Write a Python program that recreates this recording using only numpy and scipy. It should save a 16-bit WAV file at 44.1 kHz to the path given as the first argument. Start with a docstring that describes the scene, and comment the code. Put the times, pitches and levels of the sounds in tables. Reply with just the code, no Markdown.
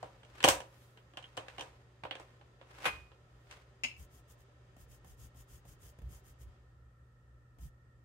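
"""Pencil and eraser at a desk

A pencil clatters down, a hand rummages, a case rattles and something hard clinks: each impact excites
damped modes. An eraser then rubs a sketch pad by friction, in light strokes and a quick back-and-forth
run that shakes the desk. A fan, mains hum and a distant rush lie underneath, in a small quiet room."""
import sys
import numpy as np
from scipy import signal
from scipy.fft import rfft, irfft, next_fast_len
from scipy.io import wavfile
from scipy.ndimage import uniform_filter1d

SR = 44100
rng = np.random.default_rng(int(sys.argv[2]) if len(sys.argv) > 2 else 0)


def bounce(signal):
    """Save signal as a 16-bit WAV file at the path given by the first command-line argument."""
    frames = np.transpose(np.atleast_2d(signal))
    limited = np.clip(frames, -1, 1)
    pcm = np.round(limited * 32767).astype(np.int16)
    wavfile.write(sys.argv[1], SR, pcm)


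N = 354652
TIME = np.arange(N) / SR
RING_SIZE = 14400   # samples in which an impact dies away


def from_db(db):
    """Amplitude ratio of a level in decibels."""
    return 10 ** (np.asarray(db) / 20)


def unit_rms(x):
    """Normalisation to an rms of 1."""
    return x / np.sqrt(np.mean(x ** 2) + 1e-20)


def at_hz(points, hz):
    """Interpolation on a logarithmic frequency axis."""
    f, value = np.transpose(points)
    return np.interp(np.log(hz + 1), np.log(f), value)


def add(out, s, sound):
    """Superposition of a sound from time s on."""
    start = max(round(s * SR), 0)
    out[..., start:start + sound.shape[-1]] += sound[..., :N - start]


def panned(x, pan_db):
    """Interaural level difference: the left exceeds the right by pan_db."""
    return x * from_db(np.array([[.5], [-.5]]) * pan_db)


def drift(rate):
    """Random modulation: Gaussian values, rate of them a second, joined by straight lines."""
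    return np.interp(TIME * rate, np.arange(4096), rng.standard_normal(4096))


# likeness of the sound at the two ears: f/Hz, correlation
COHERENCE = [(60, 0.94), (200, 1), (380, 0.86), (700, .5), (1300, .05), (3000, -.05), (15000, 0)]
def coloured(source, spectrum, resonances=()):
    """Spectral shaping of two white signals into stereo of rms 1, coherent at long wavelengths."""
    size = next_fast_len(source.shape[-1])
    hz = np.arange(size // 2 + 1) * SR / size
    peaks_db = sum(db / (1 + ((hz - f) / width) ** 2) for f, width, db in resonances)
    mid, side = rfft(source, size) * from_db(at_hz(spectrum, hz) + peaks_db) * (hz > 20)
    alike = np.clip(at_hz(COHERENCE, hz), -1, 1)
    both = np.sqrt(1 + alike) * mid + np.sqrt(1 - alike) * side * [[1], [-1]]
    return unit_rms(irfft(both, size)[:, :source.shape[-1]])


def noise(spectrum, resonances=(), size=N):
    """Gaussian stereo noise with a given spectral envelope."""
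    return coloured(rng.standard_normal((2, size)), spectrum, resonances)


def slips(per_s, spread_db):
    """Friction as shot noise: tiny random slips of uneven size, per_s of them a second."""
    sizes = from_db(spread_db * np.minimum(rng.exponential(1, N), 4))
    return unit_rms((rng.random(N) < per_s / SR) * sizes * rng.standard_normal((2, N)))


def impact(spectrum, t60, room_db, room_t60):
    """Overlapping damped modes act as decaying noise; the room's reverberation adds in power."""
    t = TIME[:RING_SIZE]
    direct = from_db(-60 * t / t60) * (1 - np.exp(-t / 0.0005))
    room = from_db(room_db - 60 * t / room_t60) * (1 - np.exp(-t / 0.0038))
    return noise(spectrum, size=RING_SIZE) * np.hypot(direct, room)


def ring(modes, uneven_db):
    """Free vibration: damped sinusoids of random strength, the high ones out of phase between the ears."""
    hz, db, t60 = np.transpose(modes)[..., None]
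    t = TIME[:RING_SIZE]
    strength = from_db(db + uneven_db * rng.standard_normal(hz.shape)) * rng.choice([-1, 1], hz.shape)
    lead = np.arccos(np.clip(at_hz(COHERENCE, hz), -1, 1)) / 2 * rng.choice([-1, 1], hz.shape)
    fading = strength * np.exp(-np.log(1000) * t / t60)
    return np.array([np.sum(fading * np.sin(2 * np.pi * hz * t + ear * lead), axis=0) for ear in (1, -1)])


# spectrum of the fan: f/Hz, level/dB
FAN_SPECTRUM = [(40, -4), (140, 11), (200, 1.5), (290, -1.5), (390, -0.5), (560, -3.5), (700, -8.5),
                (1050, -11.5), (2100, -15.5), (4000, -25), (6300, -26), (8400, -25.5), (9800, -34),
                (12000, -30.5), (16000, -43.5)]
# its peaks and dips: f/Hz, half width/Hz, level/dB
FAN_PEAKS = [(1331.6, 89, 16), (1540, 25, -9), (1838, 90, 18), (2080, 140, -6)]
def fan():
    """Steady broadband noise, coloured by two airy resonances."""
    return from_db(-69) * noise(FAN_SPECTRUM, FAN_PEAKS)


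# harmonics of the mains: f/Hz, level/dB
HUM_HARMONICS = [(60, -76.5), (120, -64)]
def mains_hum():
    """A fundamental and its octave, each with slight random phase modulation."""
    return sum(from_db(db) * np.sqrt(2) * np.sin(2 * np.pi * hz * TIME + 0.067 * drift(10))
               for hz, db in HUM_HARMONICS)


# spectrum of the distant rush: f/Hz, level/dB
RUSH_SPECTRUM = [(120, -8.5), (260, -4), (390, 0.5), (600, -2.5), (1000, -4.5), (1800, -9.5), (3000, -13.5),
                 (4500, -17.5), (8000, -24), (11000, -36), (16000, -50.5)]
# its peaks and dips: f/Hz, half width/Hz, level/dB
RUSH_PEAKS = [(393, 28, 9), (585, 15, 6.5), (3200, 430, 2), (4350, 110, -5), (4900, 140, 4),
              (5750, 150, -4), (6400, 250, 4)]
def distant_rush():
    """Soft resonant noise whose level sinks slowly, then drops away near the end."""
    sag_db_per_s, stop_s, fade_s = 0.29, 6.548, 0.29
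    stopped = np.clip((TIME - stop_s) / fade_s, 0, 1)
    level_db = -68 - sag_db_per_s * TIME - 13 * stopped
    return noise(RUSH_SPECTRUM, RUSH_PEAKS) * from_db(level_db + .6 * drift(18))


# low resonance of the desk: f/Hz, level/dB
DESK_SPECTRUM = [(20, -49.5), (30, -26.5), (39, -12.5), (52, -1.5), (66, 1.5), (90, -11.5), (130, -12),
                 (200, -27), (400, -43), (1000, -65)]
def desk_rumble():
    """Faint, continuous random vibration around the desk's low resonance."""
    return noise(DESK_SPECTRUM) * from_db(-65.5 + 1.5 * drift(2.3))


def swell(s, db, rise_s, fall_s):
    """Envelope of one sweep: exponential growth up to time s, then exponential decay."""
    below_peak_db = 20 * np.maximum((s - TIME) / rise_s, (TIME - s) / fall_s).clip(max=10)
    return from_db(db - below_peak_db)


# sweeps of the hand: peak t/s, level/dB, 20 dB rise/s, 20 dB fall/s (a negative pair swaps roles)
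HAND_SLIDES = [(.02, -66, -1, -0.4), (.39, -57, 0.18, 0.33), (.75, -67, 0.4, .26), (1.25, -66, 0.05, 0.7),
               (1.63, -56.5, 0.4, 0.2), (2.21, -61.5, .12, 0.22), (2.83, -50.5, .17, 0.24),
               (3.525, -56.5, 0.08, 0.16)]
# spectrum of sliding on the desk: f/Hz, level/dB
SWISH_SPECTRUM = [(150, -11), (400, 2.5), (1200, 4), (2500, -0.5), (4500, -8.5), (8500, -15.5),
                  (15000, -26)]
def sliding_hand():
    """Sliding friction of skin and pencils on the desk: a grainy swish, a faint rustle between sweeps."""
    fidget_end_s = 3.6
    fidget = from_db(-81.5) * np.clip((fidget_end_s - TIME) / 0.18, 0, 1)
    motion = np.max([fidget] + [swell(*slide) for slide in HAND_SLIDES], axis=0)
    swish = coloured(slips(5400, spread_db=2.5), SWISH_SPECTRUM)
    return swish * motion * from_db(2.8 * drift(70))


# hollow body of a knock: f/Hz, level/dB
BODY_SPECTRUM = [(60, -23.5), (125, -4.5), (170, -19.5), (230, -26), (290, -7), (380, -8.5), (520, -3.5),
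                 (800, -3), (1100, -7.5), (1600, -19.5), (3000, -50.5)]
# modes of the desk top: f/Hz, level/dB, T60/s
DESK_TOP_MODES = [(291, 2, 0.092), (426, -6, 0.24), (535, -1, 0.48), (635, -0.5, 0.23), (761, -2, 0.083),
                  (770, -3.5, 0.083), (964, -1.5, 0.37), (1170, -7.5, 0.036)]
# wooden clack: f/Hz, level/dB
CLACK_SPECTRUM = [(500, -35.5), (1100, -7), (1600, 1), (2000, -3.5), (2500, -0.5), (3050, -3.5),
                  (3700, -6.5), (4600, -15), (7000, -43)]
# bright snap of contact: f/Hz, level/dB
SNAP_SPECTRUM = [(2500, -31.5), (4500, -4), (6300, -0.5), (7100, -4.5), (8400, 0), (10000, -10),
                 (13000, -12.5), (16000, -16)]
# bending modes of a pencil: f/Hz, level/dB, T60/s
BENDING_MODES = [(1639, -13, .09), (1760, -14, 0.07), (2820, -2.5, 0.076), (2940, -1.5, 0.041),
                 (3000, -0.5, 0.057), (3191, -3.5, 0.085), (3418, -9, 0.049)]
def knock(level_db, body_db, snap_db, ring_db):
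    """An impact excites damped modes; a gentler contact lasts longer and so carries less treble."""
    body = impact(BODY_SPECTRUM, t60=.05, room_db=-13, room_t60=.3)
    body += from_db(-19) * ring(DESK_TOP_MODES, uneven_db=2.0)
    clack = impact(CLACK_SPECTRUM, t60=.024, room_db=-16, room_t60=.26)
    tilt_db_per_octave = 0.64 * min(level_db + 12, 0)
    dulled = [(hz, db + tilt_db_per_octave * max(np.log2(hz / 7800), 0)) for hz, db in SNAP_SPECTRUM]
    snap = panned(impact(dulled, t60=0.014, room_db=-17.5, room_t60=0.2), pan_db=3.5)
    tuning = 2 ** (0.018 * rng.standard_normal())   # no two pencils ring at quite the same pitch
    ping = ring([(hz * tuning, db, t60) for hz, db, t60 in BENDING_MODES], uneven_db=0.0)
    return from_db(level_db) * (from_db(body_db) * body + from_db(-9) * clack
                                + from_db(snap_db + 5.5) * snap + from_db(ring_db - 2.0) * ping)


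# knocks on the desk: pencils clattering, and last the sharp contact of the small clinking object:
# t/s, level/dB, body/dB, snap/dB, ring/dB
DESK_KNOCKS = [(0.028, -36, -1, -20, -25), (0.232, -44.5, -12.5, -25, -15), (0.249, -47.5, -13.5, -17, -16),
               (0.404, -26, -22, -28, -21.5), (0.428, -21.5, -17.5, -18, -21),
               (0.44, -5.5, -18, -21, -16.5), (0.445, -10.5, -5.5, -12, -15), (0.454, -16.5, -13, -16, -13),
               (0.478, -13.5, -9.5, -16, -12), (0.486, -7.5, -14, -8, -20), (0.508, -17.5, -11.5, -18, -17),
               (0.603, -33.5, -7.5, -14, -15.5), (0.973, -43.5, -13.5, -26, -14),
               (1.136, -51.5, -3, -18.5, -10.5), (1.172, -29, -13.5, -22.5, -12),
               (1.226, -41.5, -17.5, -19.5, -12), (1.241, -41, -28, -35, -5), (1.369, -34, -14, -13, -20),
               (1.374, -25.5, -8, -21, -15), (1.433, -45, -7.5, -32, -26), (1.483, -31.5, -20, -24.5, -32),
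               (1.582, -31, -9, -22, -13), (1.594, -35, -10, -15, -6), (1.609, -28.5, -9, -16.5, -13),
               (2.036, -29.5, -7.5, -30, -25), (2.051, -32.5, -5, -34, -22),
               (2.11, -23.5, -17, -35.5, -12.5), (2.153, -33, -12.5, -24, -18),
               (2.198, -42, -3.5, -15.5, -26), (2.412, -46.5, -9, -32, -30), (2.613, -41.5, -9, -34.5, -20),
               (3.117, -48.5, -8.5, -33.5, -15.5), (3.511, -34, -30, -18, -22),
               (3.838, -33, -19, -7.5, -14)]
def desk_knocks():
    """Double impact: one end of an object lands, then the other with a softer, hollower bump."""
    rebound_s, rebound_db = .016, -13
    out = np.zeros((2, N))
    for s, level_db, body_db, snap_db, ring_db in DESK_KNOCKS:
        add(out, s, knock(level_db, body_db, snap_db, ring_db))
        bump = from_db(body_db + 4) * impact(BODY_SPECTRUM, t60=.04, room_db=-15, room_t60=.28)
        clack = from_db(-8) * impact(CLACK_SPECTRUM, t60=.024, room_db=-16, room_t60=.26)
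        add(out, s + rebound_s * rng.uniform(.8, 1.2), from_db(level_db + rebound_db) * (bump + clack))
    return panned(out, pan_db=-1.5)


# the hand leaning on the desk: peak t/s, level/dB, half width/s
HAND_SHOVES = [(.53, -51, 0.05), (2.98, -53.5, 0.072), (4.01, -54, 0.015), (6.055, -40, 0.03),
               (6.47, -50.5, 0.033), (7.633, -45.5, 0.025)]
def desk_shake():
    """Forced vibration: each shove of the hand and each eraser stroke drives the desk's low resonance."""
    rumble = noise(DESK_SPECTRUM)
    running_rms = np.sqrt(uniform_filter1d(np.mean(rumble ** 2, axis=0), size=1500) + 1e-6)
    rocks = [(start + length / 2, db + 11, 0.261 * length) for start, length, db in ERASER_STROKES]
    push = sum(from_db(db) * np.exp(-.5 * ((TIME - s) / half_width) ** 2)
               for s, db, half_width in list(HAND_SHOVES) + rocks)
    return rumble / running_rms * push * from_db(-1.5)


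# the forearm crossing the sheet: peak t/s, level/dB, 20 dB rise/s, 20 dB fall/s
ARM_BRUSHES = [(.83, -71, .42, .25), (3.46, -83, .3, .1)]
# hiss of the sheet: f/Hz, level/dB
SHEET_SPECTRUM = [(1500, -12), (3200, 2), (5000, -1), (8500, -1), (14000, -1.5), (16000, -5)]
def brushing_arm():
    """Light friction of the arm on paper gives a fine hiss that swells and fades."""
    return noise(SHEET_SPECTRUM) * sum(swell(*brush) for brush in ARM_BRUSHES)


# rattles of a light hollow case being handled: t/s, level/dB
CASE_RATTLES = [(2.843, -35.5), (2.854, -25), (2.856, -27.5), (2.862, -29), (2.87, -34), (2.878, -33.5)]
# clack of its walls: f/Hz, level/dB
CASE_SPECTRUM = [(130, -10), (220, -8), (330, -7.5), (550, 0), (800, -1.5), (1100, 2), (1600, 0), (2500, 1),
                 (3200, -5), (4500, -15.5), (6500, -20), (9500, -21.5), (10500, -23.5), (12000, -28),
                 (15500, -29)]
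# its lightly damped modes: f/Hz, level/dB, T60/s
WALL_MODES = [(2484, -13, .4), (6300, -25, 0.17), (10220, -20, 0.11)]
def case():
    """Struck thin walls give dull clacks; the few modes with little damping ring on as clear notes."""
    out = np.zeros((2, N))
    for s, db in CASE_RATTLES:
        clack = impact(CASE_SPECTRUM, t60=0.086, room_db=-14.0, room_t60=0.31)
        notes = from_db(-4.0) * ring(WALL_MODES, uneven_db=0.5)
        add(out, s, from_db(db) * (clack + notes))
    return panned(out, pan_db=0.7)


# bounces of a small hard object: t/s, level/dB
BOUNCES = [(3.8361, -32.5), (3.841, -31.5), (3.845, -38), (3.8478, -31), (3.914, -52.5), (3.964, -60.5)]
# its modes: f/Hz, level/dB, T60/s
OBJECT_MODES = [(245, -26, .18), (600, -22, 0.052), (925, -24.5, 0.091), (2075, -9.5, 0.041),
                (2287.5, -1, 0.058), (2639.5, 1, 0.053), (2850, 1, 0.021), (4214, -12.5, 0.04),
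                (4700, -21.5, 0.023), (5030, -8.5, 0.03), (5337, -12.5, 0.039), (6640, -12, 0.035)]
def clinks():
    """Every bounce excites the same well damped modes; reverberation prolongs the ring."""
    out = np.zeros((2, N))
    for s, db in BOUNCES:
        add(out, s, from_db(db) * ring(OBJECT_MODES, uneven_db=3.5))
    room_t60 = 0.26
    room = rng.standard_normal((2, RING_SIZE)) * from_db(-60 * TIME[:RING_SIZE] / room_t60)
    wet = signal.fftconvolve(out, unit_rms(room) / np.sqrt(RING_SIZE), axes=1)[:, :N]
    return panned(out + 0.54 * wet, pan_db=2.0)


# strokes of the eraser: start t/s, duration/s, level/dB
ERASER_STROKES = [(3.957, .11, -64), (4.092, .13, -68), (4.27, 0.084, -67.5), (4.373, 0.0695, -73.5),
                  (4.767, .095, -67.5), (4.875, 0.119, -66.5), (5.032, 0.13, -66.5), (5.165, 0.13, -62.5),
                  (5.342, 0.11, -65), (5.468, 0.14, -64), (5.643, .12, -65.5), (5.785, 0.15, -63),
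                  (6.074, .14, -64), (6.229, .11, -67), (6.384, .075, -66), (7.582, .12, -65.5)]
# rubber on paper grain: f/Hz, level/dB
RUB_SPECTRUM = [(300, 3), (700, -2), (1500, -1), (2400, -4.5), (3200, 1.5), (4200, -9), (5100, 1),
                (5900, -2.5), (6700, 6.5), (7300, -3), (8400, 3), (10000, -3.5), (11700, 2.5), (14500, -5),
                (16000, 1)]
def eraser():
    """Stick-slip friction of rubber on paper fibres: the faster it moves, the denser and louder the slips."""
    fastest = 0.491   # share of a stroke at which the speed peaks
    speed, level = np.zeros(N), np.zeros(N)
    for start, length, db in ERASER_STROKES:
        progress = (TIME - start) / length
        inside = (progress > 0) & (progress < 1)
        swing = np.sin(np.pi * np.interp(progress[inside], [0, fastest, 1], [0, .5, 1]))
        speed[inside] = swing
        level[inside] = from_db(db) * swing ** 0.98
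    rub = coloured(slips(6000 + 12000 * speed, spread_db=2.5), RUB_SPECTRUM)
    flicker = from_db(-0.4 + 1.3 * drift(180))
    return panned(rub * level * flicker, pan_db=1.4)


# the eraser landing on the sheet: t/s, level/dB
ERASER_LANDINGS = [(4.765, -50), (5.045, -48), (5.345, -56), (5.651, -51), (5.987, -48.5), (6.018, -51.5),
                   (7.585, -52)]
# its soft pat: f/Hz, level/dB
PAT_SPECTRUM = [(60, -2), (130, 11.5), (250, 1), (450, -11.5), (700, -2.5), (1300, -17), (3000, -20),
                (8000, -48)]
# hollow note of the pad: f/Hz, level/dB, T60/s
SKETCH_PAD_MODES = [(693.4, -17, .1)]
def eraser_landings():
    """A soft impact excites mainly low frequencies: a hollow pat of the pad, with a tick of the sheet."""
    out = np.zeros((2, N))
    for s, db in ERASER_LANDINGS:
        pat = impact(PAT_SPECTRUM, t60=0.048, room_db=-14, room_t60=0.26)
        note = ring(SKETCH_PAD_MODES, uneven_db=-6.0)
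        tick = from_db(-12) * impact(RUB_SPECTRUM, t60=0.033, room_db=-28, room_t60=.15)
        add(out, s, from_db(db) * (pat + note + tick))
    return out


# echoes off nearby surfaces: left delay/s, right delay/s, level/dB
EARLY_REFLECTIONS = [(.0019, 0.0041, -15.5), (.0041, 0.0038, -13), (.0068, 0.0085, -14.5),
                     (0.0134, 0.014, -13)]
def reflected(x):
    """Comb filtering: small surfaces return middle and treble, which interfere with the direct sound."""
    thrown = signal.sosfilt(signal.butter(1, 450, "high", fs=SR, output="sos"), x)
    out = x.copy()
    for left_s, right_s, db in EARLY_REFLECTIONS:
        add(out[0], left_s, from_db(db) * thrown[0])
        add(out[1], right_s, from_db(db) * thrown[1])
    return out


def scene():
    """Superposition of all sources, with their early reflections."""
    background = fan() + mains_hum() + distant_rush() + desk_rumble()
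    handling = sliding_hand() + desk_knocks() + desk_shake() + brushing_arm() + case() + clinks()
    return from_db(-0.42) * reflected(background + handling + eraser() + eraser_landings())


def record(dry):
    """Band limiting: the microphone drops the deepest bass, and the top is cut steeply."""
    low_hz, high_hz = 36, 15750
    thinned = signal.sosfilt(signal.butter(6, low_hz, "high", fs=SR, output="sos"), dry)
    return signal.sosfilt(signal.ellip(12, .2, 70, high_hz, fs=SR, output="sos"), thinned)


dry = scene()
out = record(dry)
bounce(out)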